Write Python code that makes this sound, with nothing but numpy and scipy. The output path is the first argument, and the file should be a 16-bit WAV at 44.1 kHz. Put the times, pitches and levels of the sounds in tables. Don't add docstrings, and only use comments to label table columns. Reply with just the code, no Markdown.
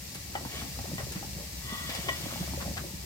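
import sys
import numpy as np
from scipy import signal
from scipy.fft import rfft, irfft, next_fast_len
from scipy.io import wavfile
from scipy.ndimage import map_coordinates

SR = 44100
rng = np.random.default_rng(int(sys.argv[2]) if len(sys.argv) > 2 else 0)


def bounce(signal):
    frames = np.transpose(np.atleast_2d(signal))
    limited = np.clip(frames, -1, 1)
    pcm = np.round(limited * 32767).astype(np.int16)
    wavfile.write(sys.argv[1], SR, pcm)


N = 134505

# time in seconds, relative level in dB.
BOIL_LEVEL = [(0.25, -49.5), (.5, -43), (1.25, -41), (1.5, -49.5), (2.1, -41), (2.4, -40), (2.7, -37.5),
              (3.05, -52.5)]
PAN_LEAD_S, PLATE_LEAD_S, SLIDE_LEAD_S = 0.00022, 0.00019, 0.00012
PAN_LEAN_DB = 3
STRUCK, RUBBED, BRUSHED = range(3)


def amp(db):
    return 10 ** (np.asarray(db) / 20)


def unit(x):
    return x / np.sqrt(np.mean(x ** 2) + 1e-20)


def along(points, hz):
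    point_hz, values = np.transpose(points)
    return np.interp(np.log(hz + 1), np.log(point_hz + 1), values)


def level(rows):
    return amp(np.interp(np.arange(N) / SR, *np.transpose(rows)))


def filtered(x, response):
    n = x.shape[-1]
    padded = next_fast_len(n + SR // 4)
    spectrum = rfft(x, padded) * response(np.fft.rfftfreq(padded, 1 / SR))
    return irfft(spectrum, padded)[..., :n]


def low_pass(f, corner_hz):
    return 1 / (1 + 1j * f / corner_hz - (f / corner_hz) ** 2)


def add(track, start_s, sound):
    part = track[..., max(0, round(start_s * SR)):][..., :sound.shape[-1]]
    part += sound[..., :part.shape[-1]]


def wobble(knots_per_s):
    knots = rng.standard_normal(int(N * knots_per_s / SR) + 2)
    return map_coordinates(knots, [np.arange(N) * knots_per_s / SR])


def bubble(t, hz, cycles, rise, onset):
    age = t * hz
    tone = np.sin(2 * np.pi * age * (1 + rise * age / cycles / 2))
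    return tone * amp(-60 * age / cycles) * (1 - np.exp(-age / onset))


def swarm(per_s, hz, spread, cycles, rise, scatter_db, samples):
    u = rng.random((int(per_s * N / SR), 4))
    pitch_hz = np.minimum(hz * np.exp(spread * (u[:, 1:2] + u[:, 2:3] - 1)), SR / 3)
    strength = amp(-scatter_db * np.log(np.maximum(u[:, 3:], np.exp(-4))))
    grains = strength * bubble(np.arange(samples) / SR, pitch_hz, cycles, rise, onset=0.2)
    where = (u[:, :1] * N).astype(int) + np.arange(samples)
    return unit(np.bincount(where.ravel(), grains.ravel(), N)[:N])


def placed(x, lead_s, lean_db, room_db):
    # frequency in Hz, time to fall 60 dB in seconds.
    decay_s = [(1000, 0.16), (10000, 0.02)]
    hz, t, noise = signal.stft(rng.standard_normal((2, SR // 3)), SR, nperseg=256)
    fade = amp(-60 * t / along(decay_s, hz)[:, None])
    tail = signal.istft(noise * fade, SR, nperseg=256)[1]
    tail = tail / np.linalg.norm(tail[0])
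    delayed = np.pad(x, (SR // 256, 0))[None]
    wet = signal.fftconvolve(delayed, tail, axes=1)[:, :N]
    sides = np.array([[1], [-1]])
    direct = filtered(x, lambda f: np.exp(1j * np.pi * f * lead_s * sides))
    return (direct + amp(room_db) * wet) * amp(lean_db * sides / 2)


def stove(gain_db=-1):
    # frequency in Hz, gain in dB.
    rumble_shape = [(28, -73), (50, -16.5), (62, 4.5), (110, -10), (140, -5.5), (300, -21.5), (2000, -50.5)]
    # time in seconds, relative level in dB.
    rumble_level = [(2.42, -45), (2.54, -38), (2.66, -42), (2.78, -39), (2.88, -44)]
    noise = unit(filtered(rng.standard_normal(N), lambda f: amp(along(rumble_shape, f))))
    return placed(amp(gain_db) * level(rumble_level) * noise, PAN_LEAD_S, lean_db=2.0, room_db=-46)


def plate(f, touch):
    # centre in Hz, width in Hz, gain in dB when struck, when rubbed, when brushed.
    modes = [(674, 88, 7.5, -12, -2), (1026, 67, 7.5, -23, -21), (1140, 86, -5, 1.5, -8),
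             (1440, 77, -9, -9, -20), (1930, 23, 23, 10.5, -3), (2230, 120, -1, -25, -1),
             (3000, 106, 10, 0.5, 0.5), (3400, 44, -4, 7.5, 2)]
    return sum(amp(db[touch]) * 1j * f * width_hz / (hz * hz - f * f + 1j * f * width_hz)
               for hz, width_hz, *db in modes)


def slide(grit_hz=3000, squeal_hz=1938, waver_hz=14, squeal_db=-6.5):
    # time in seconds, relative level in dB.
    slide_level = [(1.58, -67), (1.7, -41), (1.79, -44), (1.92, -51.5), (2.05, -55), (2.13, -44.5),
                   (2.19, -66)]
    # middle in seconds, half length (to 1/e) in seconds, relative level in dB.
    stroke_rows = [(0.566, 0.079, -49.5), (1.943, 0.081, -50.5), (2.268, 0.26, -52)]
    slips = swarm(per_s=3500, hz=3300, spread=0.46, cycles=1, rise=0, scatter_db=2.0, samples=96)
    ring = unit(filtered(slips, lambda f: plate(f, RUBBED)))
    brush = unit(filtered(slips, lambda f: plate(f, BRUSHED)))
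    grit = unit(filtered(slips, lambda f: 1j * f / (1 + 1j * f / grit_hz) ** 2))
    grip = wobble(knots_per_s=50)
    phase = 2 * np.pi * np.cumsum(squeal_hz + waver_hz * grip) / SR
    squeal = unit(np.sin(phase) * amp(2 * grip))
    t = np.arange(N) / SR
    strokes = sum(amp(db) * np.exp(-((t - middle_s) / half_s) ** 2) for middle_s, half_s, db in stroke_rows)
    x = level(slide_level) * (ring + amp(squeal_db) * squeal) + strokes * (grit + brush)
    return placed(x, SLIDE_LEAD_S, lean_db=2, room_db=-4.5)


def knocks(soft_hz=2600, thud_db=-5, thud_hz=900, crumble_s=0.003, crumble=0.06):
    # start in seconds, relative level in dB.
    knock_rows = [(0.353, -24), (.791, -42), (.982, -25), (2.0865, -17), (2.0893, -20), (2.092, -15)]
    x, t = np.zeros(N), np.arange(SR // 5) / SR

    def struck_plate(f):
        thud = amp(thud_db) * 1j * f / thud_hz * low_pass(f, thud_hz)
        return (plate(f, STRUCK) + thud) * low_pass(f, soft_hz)

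    for start_s, db in knock_rows:
        push = (t == 0) + crumble * rng.standard_normal(len(t)) * np.exp(-t / crumble_s)
        clack = filtered(push, struck_plate)
        add(x, start_s, amp(db) * clack / np.abs(clack).max())
    return placed(x, PLATE_LEAD_S, PAN_LEAN_DB, room_db=-9)


def splats(attack_s=0.00017, low_hz=450, drops_per_s=5000):
    # start in seconds, relative level in dB, fade time (to 1/e) in seconds, treble corner in Hz.
    splat_rows = [(0.147, -40.5, 0.014, 9200), (.338, -47.5, 0.05, 1700), (0.984, -42, 0.022, 1700),
                  (1.12, -40, 0.01, 8000), (1.153, -45, 0.02, 3000), (1.894, -35, 0.0065, 4100),
                  (1.948, -33.5, 0.0088, 6100), (2.603, -40, 0.021, 1990), (2.769, -34.5, 0.0053, 3000),
                  (2.772, -39.5, 0.0068, 4630)]
    x, t = np.zeros(N), np.arange(SR // 6) / SR
    for start_s, db, fade_s, corner_hz in splat_rows:
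        drops = rng.standard_normal(len(t)) * (rng.random(len(t)) < drops_per_s / SR)
        spray = unit(filtered(drops, lambda f: 1j * f / (low_hz + 1j * f) * low_pass(f, corner_hz)))
        envelope = (1 - np.exp(-t / attack_s)) * np.exp(-(t / fade_s) ** 2)
        add(x, start_s, amp(db) * spray * envelope)
    return placed(x, PLATE_LEAD_S, PAN_LEAN_DB, room_db=-3)


def fizz(gain_db=4.5, crackle_db=-8, echo_db=-5, echo_s=0.015):
    # time in seconds, relative level in dB.
    foam_level = [(.3, -47.5), (.6, -45), (1.5, -46.5), (2, -43.5), (2.65, -44.5), (3.05, -48)]
    # frequency in Hz, gain in dB.
    foam_shape = [(760, -2), (1300, -9.5), (1500, -9.5), (1930, -0.5), (3560, -3.5), (4720, 1),
                  (7150, -0.5), (11200, -7.5), (13800, -1.5), (15600, -6)]
    # frequency in Hz, left over right in dB.
    foam_lean = [(3300, -0.5), (9800, 3), (14000, 12.5)]
    crackle = np.array([swarm(per_s=1500, hz=8000, spread=0.91, cycles=3.8, rise=0, scatter_db=3.5, samples=64)
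                        for _ in range(2)])
    pair = rng.standard_normal((2, N)) + amp(crackle_db) * crackle
    t = np.arange(SR // 20) / SR
    walls = rng.standard_normal((2, len(t))) * np.exp(-t / echo_s)
    walls = walls / np.linalg.norm(walls[0])
    pair = pair + amp(echo_db) * signal.fftconvolve(pair, walls, axes=1)[:, :N]

    def colour(f):
        left = amp(along(foam_lean, f))
        balance = np.array([left, np.ones_like(f)]) / np.hypot(1, left)
        return amp(along(foam_shape, f)) * balance

    return amp(gain_db) * level(foam_level) * unit(filtered(pair, colour))


def pops(small_db=-11, overtone_db=-11, overtone_ratio=1.5):
    # start in seconds, relative level in dB, starting pitch in Hz.
    plop_rows = [(0.354, -20, 797), (0.41, -35.5, 664), (0.451, -28.5, 920), (0.79, -31, 764),
                 (0.855, -33, 720), (0.916, -34, 586), (1.005, -29, 620), (1.228, -29.5, 800),
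                 (2.257, -31, 650), (2.325, -33.5, 650), (2.359, -30.5, 850), (2.477, -32.5, 655),
                 (2.625, -34.5, 660), (2.66, -33.5, 720), (2.705, -35.5, 537), (2.778, -22, 1680)]
    small = swarm(per_s=110, hz=712, spread=1.127, cycles=13.0, rise=0.065, scatter_db=4.5, samples=2000)
    x = amp(small_db) * level(BOIL_LEVEL) * small
    t = np.arange(SR // 12) / SR
    for start_s, db, hz in plop_rows:
        pitches_hz = hz * np.array([[1], [overtone_ratio]])
        main, overtone = bubble(t, pitches_hz, cycles=15, rise=0.038, onset=0.061)
        add(x, start_s, amp(db) * (main + amp(overtone_db) * overtone))
    return placed(x, PAN_LEAD_S, PAN_LEAN_DB, room_db=-8)


def boil(churn_db=-4, blub_db=3, overtone_db=-8, overtone_ratio=1.665):
    # start in seconds, relative level in dB, starting pitch in Hz.
    blub_rows = [(0.456, -28.5, 264), (0.622, -30.5, 231), (0.933, -25, 163), (1.157, -24.5, 175),
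                 (1.364, -30.5, 175), (1.723, -26.5, 217), (1.892, -30.5, 258), (1.989, -29, 172),
                 (2.236, -26.5, 179), (2.265, -28, 280), (2.407, -22.5, 174), (2.685, -30.5, 275),
                 (2.937, -29, 166)]
    churn = swarm(per_s=85, hz=185.4, spread=0.755, cycles=9.4, rise=0.065, scatter_db=0.5, samples=4000)
    x = amp(churn_db) * level(BOIL_LEVEL) * churn
    t = np.arange(SR // 6) / SR
    for start_s, db, hz in blub_rows:
        pitches_hz = hz * np.array([[1], [overtone_ratio]])
        main, overtone = bubble(t, pitches_hz, cycles=9.7, rise=0.016, onset=0.48)
        add(x, start_s, amp(db + blub_db) * (main + amp(overtone_db) * overtone))
    return placed(x, PAN_LEAD_S, lean_db=-0.5, room_db=-15.0)


def scene():
    return stove() + slide() + knocks() + splats() + fizz() + pops() + boil()


def record(dry, low_cut_hz=40, top_hz=15850):
    high_pass = lambda f: (1j * f / low_cut_hz) ** 2 * low_pass(f, low_cut_hz)
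    return filtered(dry, lambda f: high_pass(f) * (f < top_hz))


dry = scene()
out = record(dry)
bounce(out)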